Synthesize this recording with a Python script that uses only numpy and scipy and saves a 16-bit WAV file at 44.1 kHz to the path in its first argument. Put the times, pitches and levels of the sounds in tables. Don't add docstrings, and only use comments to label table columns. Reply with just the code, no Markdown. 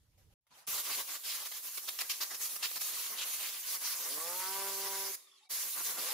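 import sys
import numpy as np
from scipy import signal
from scipy.fft import rfft, irfft, next_fast_len
from scipy.io import wavfile
from scipy.ndimage import uniform_filter1d, map_coordinates

SR = 44100
rng = np.random.default_rng(int(sys.argv[2]) if len(sys.argv) > 2 else 0)


def store_pcm(level_fs):
    pcm = np.round(np.clip(level_fs, -1, 1) * 32767).astype(np.int16)
    wavfile.write(sys.argv[1], SR, np.atleast_2d(pcm).T)


def boost(x):
    u = np.asarray(x, float) / 20
    return 10 ** u


N = 270333

# opens [t/s], closes [t/s], attack [s]
TRIGGER = [
    (0.667, 5.152, 0.0086),
    (5.488, 6.2, 0.022),
]
RELEASE_S = 0.04
# hiss, roar, boom [level/dB]
FREE_JET_DB = [-50, -75, -65.5]
GLIDE_S = 0.026
# [t/s], length [s], roar [level/dB], aimed
# at the microphones [level/dB re roar], into the box [level/dB re roar]
LANDINGS = [(0.651, 0.162, -43, 4.5, -10), (0.803, 0.031, -54.5, 9, -6), (0.84, .05, -43, 3, -8.5),
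            (0.89, 0.128, -40.5, 1.5, -8.5), (1.081, 0.086, -40.5, -2, -10.5), (1.246, 0.12, -39.5, -3, -19),
            (1.35, 0.093, -42.5, -4, -14.5), (1.529, 0.068, -47.5, 1.5, -8), (1.635, 0.06, -53.5, 9.5, -0.5),
            (1.74, .06, -55, 11, -8), (1.82, 0.55, -62, 14, -5), (1.02, .06, -64, 15, -4),
            (1.44, .09, -64, 14, -4), (1.69, .05, -64, 16, -4), (2.36, .05, -64, 13, -4),
            (2.31, 0.049, -44, -13, -10), (2.408, 0.064, -44.5, 7.5, -7.5), (2.487, 0.086, -54, 11, -3),
            (2.587, 0.042, -53, 4, -1), (2.661, 0.12, -52, 9, -7),
            (2.785, .025, -57, 7, -5), (2.809, .1, -46, 7, -10), (2.905, .03, -50, 7, -6),
         (3.08, .03, -50, 7, -6), (2.93, 0.15, -40, -1.5, -13.5), (3.1, 0.055, -50, 6.5, 1),
         (3.16, 0.097, -44.5, -1, -7), (3.26, .12, -43, 2, -11.5), (3.385, .06, -39.5, -2, -10),
         (3.445, .065, -41.5, -.5, -12), (3.52, .03, -45, 3, -11), (3.55, 0.035, -41, -5, -16),
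         (3.585, .03, -47, 4, -15), (3.62, 0.045, -47, 1, -18), (3.665, .03, -43, 2, -11),
         (3.689, 0.076, -41.5, 3.5, -11), (3.765, .04, -64, 16, -4), (3.805, 0.033, -48.5, 7, -6),
         (3.841, 0.1, -37, -2, -18), (3.949, 0.46, -48, 7, -4.5), (4.4, 0.692, -43, 2, -9),
         (5.09, .12, -50, 8, -9), (5.46, 0.18, -42.5, 4, -12.5), (5.64, 0.06, -52, 12, -3),
         (5.7, .055, -51, 11, -11), (5.755, .105, -52, 12, -1), (5.76, .03, -60, 0, 10),
         (5.85, 0.071, -41.5, 3, -8), (5.92, 0.046, -49.5, 7, 0), (5.965, .03, -56, 0, 10),
         (5.98, 0.21, -39.5, -.5, -9)]
# [t/s], peak [level/dB], length [s], above 9 kHz [level/dB], under 1.5 kHz [level/dB]
SWIPES = [(0.726, -35, 0.013, -8, -12), (0.742, -36, 0.042, -12, -16), (0.781, -32.5, .028, -3, -14),
          (0.9, -35.5, 0.055, -10, -22), (0.976, -37.5, 0.016, -9, -7), (1.451, -38, 0.027, 4, -10),
          (1.515, -39, 0.013, 5, -5), (1.745, -42, 0.012, 3, -13), (1.773, -31.5, 0.014, -1, -9),
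          (1.876, -33, 0.01, -3, -10), (1.885, -27.5, 0.012, -0.5, -13.5), (1.902, -40, .01, 0, -12),
          (2.025, -44, .015, 0, -12), (2.008, -34, .014, -2, -16), (1.987, -30, 0.037, -4, -18.5),
          (2.096, -27.5, 0.028, -1, -22), (2.125, -39, .022, -3, -14), (2.175, -64, 0.018, 7, -14),
          (2.204, -33, .01, -3, -8), (2.212, -28, 0.028, -0.5, -16), (2.243, -38, .01, -3, -12),
          (2.306, -37, .015, 0, -6), (2.343, -39, 0.015, 7, -11), (2.559, -41, 0.01, 10, -6),
          (2.621, -36, .012, -3, -12), (2.628, -24, 0.034, -7, -20), (2.664, -35, .012, -3, -14),
          (2.756, -34, 0.025, 2, -8), (2.811, -36, 0.01, 9, -9), (3.182, -31, 0.019, -20, -18),
          (3.209, -30, 0.036, -16, -19), (3.331, -44, .02, 13, -4), (5.801, -43, 0.018, -8, 3.5),
          (5.861, -38.5, 0.016, 9, -4)]
# [t/s], peak [level/dB], under 1.5 kHz [level/dB]
FLICKS = [(1.687, -38, -14), (1.794, -39, -16), (1.988, -31, -8), (2.015, -39, -13), (2.096, -35, -8),
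          (2.15, -45, -6), (2.261, -37, -14), (2.713, -30, -9), (2.565, -38, -6), (2.818, -33, -14),
          (.928, -36, -14), (1.46, -42, -8), (5.996, -37, -2), (6.047, -36, -3), (6.068, -38, -3),
          (6.087, -35, -4), (2.965, -33, -16), (3.43, -35, -8)]
FLICK_S = 0.0023
# [f/Hz], [level/dB per Hz]
NOZZLE = [(880, -34), (1500, -23.5), (2310, -9), (5050, -6), (6500, -1.5), (8480, -2), (10400, 0.5),
          (12100, 0), (15600, -2)]
# [f/Hz], [level/dB per Hz]
ROAR = [(290, -100), (500, -23.5), (1190, -9), (2160, 2), (3100, -4), (3500, -6.5), (5500, 1), (7500, -3),
        (8470, -14), (9000, 1), (11700, -23), (19800, -120)]
# [f/Hz], [level/dB per Hz]
BOOM = [(15, -66), (25, -52), (108, -31), (170, -20), (286, -14), (323, -13.5), (457, -7.5), (798, -8.5),
        (1090, -3.5), (1440, -6.5), (1600, -8.5), (2080, -5.5), (3520, -120)]
# [f/Hz], correlation [-1 to 1]
ALIKE = [(60, 0.69), (99, 0.38), (160, 0.43), (270, 0.49), (450, 0.42), (740, 0.51), (1220, 0.61),
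         (2010, 0.58), (3330, 0.53), (5500, 0.26), (9080, -0.1), (15000, 0.3)]
# [f/Hz], width [Hz], [level/dB]
SHEET_METAL = [(1120, 96, 2.2), (3120, 190, 2), (3730, 110, 1.5), (5070, 80, 1), (6700, 150, -4)]
FLOOR_SHARE = 0.38
# [t/s], delay [ms]
FLOOR_PATH = [(.67, 0.27), (1.0, 0.25), (1.3, 0.25), (1.65, 0.25), (1.9, 0.24), (2.2, 0.28), (2.33, 0.18),
              (2.65, 0.26), (3.2, 0.28), (3.45, 0.27), (3.9, .2), (4.5, 0.25), (5.15, 0.17), (5.6, 0.2),
              (6.1, 0.26)]
# [t/s], resonance [f/Hz], [level/dB]
POCKET = [(0.68, 4970, 3.5), (0.77, 3820, 3), (1.58, 4330, 4), (1.63, 5050, 3), (2.04, 4300, 2.5),
          (2.07, 4970, 6), (2.33, 4080, 2), (2.44, 5190, 6), (2.58, 4980, 4), (2.62, 3880, 2),
          (2.84, 5100, 6), (2.92, 3920, 3), (2.97, 4800, 3), (3.23, 3430, 5), (3.35, 5100, 3),
          (3.53, 3680, 3), (3.8, 5230, 4), (4.0, 4550, 3)]
POCKET_Q = 3.1

# [t/s], blade rate [f/Hz]
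SPEED = [(3.99, 95.15), (4.048, 113.7), (4.142, 145.1), (4.242, 166.4), (4.382, 185.2), (4.542, 193.5),
         (4.614, 195.6), (5.304, 193.6), (5.396, 194), (5.47, 184)]
# [t/s], blade rate [f/Hz]
RESPIN = [(5.97, 62.1), (6.08, 106), (6.13, 129)]
# [t/s], grip [level/dB], slant lifting middle tones [level/dB], bite lifting top tones [level/dB]
GRIP = [
    [(3.99, -81, 10, -4), (4.05, -75, 11.5, -6), (4.11, -65.5, 1.5, -2), (4.17, -60, 3, -4),
     (4.215, -59, 2, 3), (4.26, -56.5, 4, 0), (4.37, -56, 2.5, -5), (4.45, -55.5, 3, 4),
     (4.542, -54, 1, -0.5), (4.65, -52, 0.5, 2), (4.75, -53, -3, -2), (4.85, -53.5, 0, -6),
     (4.95, -54.5, 3.5, -2), (5.03, -55, 0, 0), (5.11, -55, -12, 8), (5.14, -84, -22, 0),
     (5.2, -92, -22, 0), (5.29, -85, -16, 0), (5.38, -86, -16, 0), (5.46, -95, -10, 0)],
    [(5.97, -92, 4, 0), (6.03, -77, 16, 6), (6.08, -76, 15, 5), (6.13, -74, 17, 3)],
]
# multiple of blade rate [1], [level/dB]
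BLADE = [(1, -21.5), (2, -2), (3, -8), (4, -6), (5, -1.5), (6, -13), (7, -11.5), (8, -10), (9, -18.5),
         (10, -19), (11, -15)]
# [f/Hz], width [Hz], [level/dB]
HOLLOW = [(150, 35, -3), (280, 22, 7.5), (334, 11, -11), (372, 5, -6), (395, 33, 7), (516, 36, 11),
          (573, 4.7, -20), (740, 10, -18), (952, 60, 8.5), (982, 4, -8), (1134, 40, 13), (1359, 5, -16),
          (1520, 53, 4)]
# [f/Hz], [level/dB per Hz]
SHAKE = [(40, -30), (70, -18), (100, 5), (140, -1), (220, -4), (400, -60)]

# [t/s], length [s], from [f/Hz], to [f/Hz], [level/dB], pitch swing per turn [0-1]
WHISTLE = [(5.2, .04, 1120, 1240, -76, .02), (5.245, .055, 1260, 1140, -76, .025),
           (5.33, .045, 1120, 1080, -71, 0), (5.41, .045, 800, 900, -73, .01),
           (5.455, .03, 770, 740, -77, 0), (5.2, .06, 3720, 3650, -69, .01),
           (5.265, .095, 3400, 3220, -66, .07), (5.362, .008, 2800, 2750, -71, 0),
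           (5.378, .024, 3220, 3100, -67, .02), (5.42, .02, 3800, 3620, -68, 0),
           (5.457, .02, 3760, 3850, -72, 0), (5.262, .045, 3620, 3580, -69, 0),
           (5.31, .055, 3420, 3370, -69, 0), (5.375, .025, 6350, 6400, -74, 0),
           (5.32, .03, 5150, 5500, -77, .02), (5.405, .045, 2520, 2720, -74, .02),
           (5.455, .02, 2300, 2280, -76, 0), (5.44, .015, 4450, 4450, -79, 0)]
SHAFT_HZ, SHAFT_S = 44.5, 5.274

# [t/s], [level/dB], ring [f/Hz], t60 [s]
KNOCKS = [(0.178, -75, 770, .2), (0.18, -73, 587, .08), (0.268, -74, 444, .08), (0.305, -74, 800, 0.11),
          (0.325, -69, 550, 0.046), (0.6684, -35, 9700, 0.0063), (0.682, -53, 191, 0.045),
          (0.683, -54, 300, 0.035), (0.468, -76, 2150, 0.048)]
# [f/Hz], t60 [s]
GARAGE = [(150, 0.32), (300, 0.87), (2000, 0.33), (9000, 0.45), (15000, 0.32)]

# [f/Hz], [level/dB per Hz]
RUMBLE = [(12, -41), (20, -15), (59, 0.5), (118, -3.5), (209, -21), (228, -21.5), (600, -26), (780, -68),
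          (1320, -120)]
# [f/Hz], [level/dB per Hz]
MURMUR = [(18, -46), (30, -23), (140, 3), (321, -10), (346, -24), (600, -13), (780, -36), (1320, -120)]
# [t/s], [level/dB]
ROOM = [(0, -72), (.15, -71), (.19, -65), (.29, -64), (.334, -70)]
# [t/s], rise [s], [level/dB], t60 [s], brightness [level/dB]
RUSTLES = [(.172, 0.017, -75, 0.32, -3), (.29, .045, -89, 1.1, 4), (.467, .001, -78.5, 0.16, -2)]
# [f/Hz], [level/dB per Hz]
LEAK = [(150, -49), (250, -16), (991, -1.5), (1090, -5.5), (1470, -3.5), (2020, -4), (11000, -11),
        (14300, -41), (22000, -120)]
# [t/s], [level/dB]
VALVE = [(.41, -106), (.467, -97), (.492, -86), (.502, -80), (.509, -66), (.55, -62.5), (.59, -60),
         (.63, -62.5), (.66, -70)]
LEAK_BRIGHTENS = 3.7
# [f/Hz], [level/dB per Hz]
COAST = [(150, -70), (250, -27), (377, -34), (734, -31), (1130, -14), (1530, -28), (1950, -16), (3300, -17),
         (4320, -14.5), (11000, -21.5), (14300, -56), (22000, -120)]
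# [t/s], rise [s], [level/dB], t60 [s]
HISS_SWELL = (4, 0.7, -59, .3)
SEEP = (5.25, .08, -83, 1.2)
HUSH_DB = [-81, -85.5]
CUT_S, SHUT_S = 0.339, 5.462

# [f/Hz], [level/dB]
LEAN = [(60, -3), (180, -1), (550, -0.5), (1650, 0.0), (4970, -0.5), (15000, -2)]
TOP_HZ = 15670


def unit(x):
    return x / np.sqrt(np.mean(x ** 2) + 1e-20)


def along(points, hz):
    f, v = np.transpose(points)
    return np.interp(np.log(hz + 1), np.log(f + 1), v)


def peaks(table, hz):
    return sum(db / (1 + ((hz - centre) / width) ** 2) for centre, width, db in table)


def curves(tables):
    t = np.arange(N) / SR
    s, *columns = np.transpose(np.concatenate(tables))
    gate = sum((t >= rows[0][0]) & (t <= rows[-1][0] + 0.011) for rows in tables) > 0
    return [np.interp(t, s, column) for column in columns] + [uniform_filter1d(gate * 1.0, size=60)]


def wobble(rate, size=N):
    knots = rng.standard_normal(int(size * rate / SR) + 4)
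    return map_coordinates(knots, [np.arange(size) * rate / SR])


def puff(s, rise, db, t60):
    t = np.arange(N) / SR - s
    return np.clip(t / rise, 0, 1) * boost(db - 60 * np.clip(t - rise, 0, 9) / t60)


def filtered(x, response):
    m = next_fast_len(N + SR // 2)
    return irfft(rfft(x, m) * response(np.fft.rfftfreq(m, 1 / SR)), m)[..., :N]


def rush(spectrum, alike, patchy_db):
    z = signal.stft(rng.standard_normal((2, N)), nperseg=256)[2]
    patches = uniform_filter1d(rng.standard_normal(z.shape[1:]), size=5, axis=0)
    patches = uniform_filter1d(patches, size=10, axis=1)
    pair = signal.istft(z * boost(patchy_db * unit(patches)), nperseg=256)[1][:, :N]

    def response(hz):
        turn = np.arccos(np.clip(along(alike, hz), -1, 1)) / 2
        return boost(along(spectrum, hz)) * [np.cos(turn), np.sin(turn)]

    mid, side = filtered(pair, response)
    return unit(np.array([mid + side, mid - side]))


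def jet(chop):
    (face, land, box), valve = aim()
    edge, bright, deep = swipes()
    nick, thud = flicks()
    shake = wobble(35)
    metal = lambda hz: boost(peaks(SHEET_METAL, hz))
    ringing = pocket(bounced(filtered(rush(ROAR, ALIKE, patchy_db=2.45), metal)))
    hollow_air = filtered(rush(BOOM, ALIKE, patchy_db=1.5), metal)
    hiss = np.hypot(face * boost(3.0 + 0.1 * shake), 1.24 * bright) * rush(NOZZLE, ALIKE, patchy_db=2.0)
    roar = np.hypot(land * boost(-3.5 + 1.66 * shake), edge + nick) * ringing
    boom = np.hypot(box * boost(-3.5 + 2.53 * wobble(30)), deep + thud) * hollow_air
    return valve * (chop * (hiss + roar) + boom)


def aim():
    t = np.arange(N) / SR
    power = boost(FREE_JET_DB)[:, None] ** 2 * np.ones(N)
    for s, length, db, face_db, deep_db in LANDINGS:
        span = slice(round((s - GLIDE_S) * SR), round((s + length + GLIDE_S) * SR))
        inside = np.minimum(t[span] - s, s + length - t[span])
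        share = np.clip(inside / GLIDE_S + 0.5, 0, 1)
        power[:, span] += boost(db + np.array([[face_db], [0], [deep_db]])) ** 2 * share ** 1.26
    valve = 0
    for opens, closes, attack in TRIGGER:
        release = boost(-60 * np.clip(t - closes, 0, 9) / RELEASE_S)
        valve = valve + np.clip((t - opens) / attack, 0, 1) ** 2 * release
    return np.sqrt(power), valve


def swipes():
    gains = np.zeros((3, N + SR))
    t = np.arange(SR // 5) / SR
    for s, db, length, bright_db, deep_db in SWIPES:
        shape = np.clip(t / 0.0065, 0, 1) * boost(-60 * np.clip(t - length, 0, 1) / 0.024)
        levels = boost(db - 9.0 + np.array([[0], [bright_db], [deep_db]]))
        gains[:, round((s - 0.003) * SR):][:, :len(t)] += levels * shape
    return gains[:, :N]


def flicks():
    gains = np.zeros((2, N + SR))
    t = np.arange(SR // 50) / SR - 4 * FLICK_S
    bump = np.exp(-0.5 * (t / FLICK_S) ** 2)
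    for s, db, deep_db in FLICKS:
        levels = boost(db - 11.5 + np.array([[0], [deep_db]]))
        gains[:, round((s - 3 * FLICK_S) * SR):][:, :len(t)] += levels * bump
    return gains[:, :N]


def bounced(x):
    t = np.arange(N)
    late = t - curves([FLOOR_PATH])[0] * SR / 1000
    return unit(x + FLOOR_SHARE * np.array([np.interp(late, t, side) for side in x]))


def pocket(x):
    hz, t, z = signal.stft(x, SR, nperseg=256)
    s, centre_hz, db = np.transpose(POCKET)
    off = (hz[:, None] / np.interp(t, s, centre_hz) - 1) * POCKET_Q
    gain = boost(np.interp(t, s, db) / (1 + off ** 2))
    return unit(signal.istft(z * gain, SR, nperseg=256)[1][:, :N])


def fan():
    rate_hz, on = curves([SPEED, RESPIN])
    low_db, slant_db, bite_db, _ = curves(GRIP)
    turn = 2 * np.pi * np.cumsum(rate_hz * (1 + 0.0007 * wobble(17))) / SR
    go = int(SPEED[0][0] * SR)
    tones = 0
    for k, db in BLADE:
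        upper = np.clip((k - 2) / 3, 0, 1)
        grip_db = (low_db + upper * slant_db + (k > 5) * bite_db)[go:]
        hollow_db = peaks(HOLLOW, k * rate_hz[go:]) - peaks(HOLLOW, k * 195.2)
        level = boost(db + grip_db + hollow_db + 1.1 * wobble(16, size=N - go))
        tones = tones + level * np.cos(k * turn[go:] + 0.2 * wobble(9, size=N - go))
    siren = on * boost(5.5) * np.pad(tones, (go, 0)) * boost([[-0.6], [0.6]])
    chop = 1 + np.clip(boost(low_db + 37), 0, 0.6) * on * (np.cos(turn) + 0.5 * np.cos(2 * turn))
    return siren + judder(rate_hz, low_db, on), chop


def judder(rate_hz, low_db, on):
    shove = sum(puff(s, 0.01, -84, 1.2) for s, *_ in TRIGGER) + puff(TRIGGER[0][0], 0.008, -72, 0.6)
    spin = on * boost(low_db - 25) * (rate_hz / 195) ** 12
    return (spin + shove) * rush(SHAKE, [(60, 0.66)], patchy_db=3.0)


def whistle():
    out = np.zeros((2, N))
    for s, length, from_hz, to_hz, db, swing in WHISTLE:
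        start = s - 0.006
        n = round((length + 0.013) * SR)
        shaft = np.cos(2 * np.pi * SHAFT_HZ * (start - SHAFT_S + np.arange(n) / SR))
        pitch_hz = np.linspace(from_hz, to_hz, n) * (1 + swing * np.tanh(2.5 * shaft))
        carrier = np.exp(2j * np.pi * np.cumsum(pitch_hz) / SR)
        width = 0.06 * to_hz
        flutter = np.array([1.2 + wobble(width, size=n) + 1j * wobble(width, size=n) for _ in range(2)])
        flutter = flutter + 0.5 * flutter[::-1]
        rub = signal.windows.tukey(n, 0.3) * boost(db - 9.5) * (1 + 0.6 * shaft)
        out[:, round(start * SR):][:, :n] += rub * (flutter * carrier).real
    return out


def knocks():
    out, t = np.zeros(N + SR), np.arange(SR // 3) / SR
    for s, db, hz, t60 in KNOCKS:
        ring = boost(db - 60 * t / t60) * np.sin(2 * np.pi * hz * t)
        out[round(s * SR):][:len(t)] += ring * (1 - np.exp(-t * hz / 0.5))
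    return out[:N]


def bench(x):
    out, angle = 0, np.pi * 0.6 * wobble(2.6)
    for share in (np.cos(angle), np.sin(angle)):
        delays = rng.uniform(0.000611, 0.011, (2, 7))
        sizes = rng.uniform(0.14, 1, (2, 7)) * rng.choice([-1, 1], (2, 7))
        echo = lambda hz: (sizes[..., None] * np.exp(-2j * np.pi * hz * delays[..., None])).sum(axis=1)
        out = out + filtered(np.tile(share * x.mean(axis=0), (2, 1)), echo)
    return out


def garage(x):
    hz, t, z = signal.stft(rng.standard_normal((2, SR // 2)), SR, nperseg=256)
    tail = signal.istft(z * boost(-60 * t / along(GARAGE, hz)[:, None]), SR, nperseg=256)[1]
    return signal.fftconvolve(x, tail / np.linalg.norm(tail[0]), axes=1)[:, :N]


def quiet():
    t = np.arange(N) / SR
    leak_db, back = curves([VALVE])
    early = boost(-60 * np.clip(t - CUT_S, 0, 9) / 0.0037)
    still_open = boost(-60 * np.clip(t - SHUT_S, 0, 9) / 0.085)
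    rustle = np.array([puff(*row[:4]) * (early if row[0] < CUT_S else back) for row in RUSTLES])

    valve, rotor = (rush(air, [(500, 0.4), (5000, 0.069)], patchy_db=3.0) for air in (LEAK, COAST))
    air = early * boost(HUSH_DB[0]) + rustle.sum(axis=0) + back * boost(leak_db)
    leak = boost(-0.3) * (air * valve + still_open * puff(5.14, 0.018, -63.5, 3.5) * rotor)

    treble = early * boost(HUSH_DB[1]) + boost([row[4] for row in RUSTLES]) @ rustle
    treble = treble + still_open * (puff(*HISS_SWELL) + puff(*SEEP))
    treble = treble + back * (boost(-106) + boost(-68.0 + LEAK_BRIGHTENS * (leak_db + 61.0)))
    hiss_color = [(200, -17), (1000, -14.0), (4000, 4.0), (8000, 2.5), (12000, 5.0), (16000, 0.5)]
    hiss = boost(5.0) * treble * rush(hiss_color, [(60, 0)], patchy_db=0.5)
    return room_rumble(early, back) + leak + hiss


def room_rumble(early, back):
    room_db, _ = curves([ROOM])
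    before, after = (rush(room, [(60, 1.0), (400, 0.41)], patchy_db=1.5) for room in (RUMBLE, MURMUR))
    returned = back * (boost(-95) * before + puff(0.494, 0.027, -76.5, 0.8) * after)
    return early * boost(room_db) * before + returned + puff(0.68, 0.008, -75, 0.5) * before


def scene():
    siren, chop = fan()
    air = jet(chop) + whistle()
    t = np.arange(N) / SR
    heard = (t < CUT_S) | (t > CUT_S + 0.1)
    near = air + boost(-14.5) * bench(air) + siren
    far = boost(-10.5) * garage(air + 0.14 * siren)
    return near + far + quiet() + heard * knocks()


def low_pass(x):
    return signal.sosfilt(signal.butter(12, 15670, fs=SR, output="sos"), x)


def record(dry):
    def microphones(hz):
        port_db = peaks([(8500, 350, -3), (8000, 900, -1.5)], hz)
        lean_db = along(LEAN, hz) * np.array([[0.5], [-0.5]])
        return boost(lean_db + port_db) * np.clip((TOP_HZ - hz) / 120 + 0.5, 0, 1)

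    wet = filtered(dry, microphones)
    mix = wet / (1 + (wet / 0.085) ** 4) ** 0.25
    return low_pass(mix)


dry = scene()
out = record(dry)
store_pcm(out)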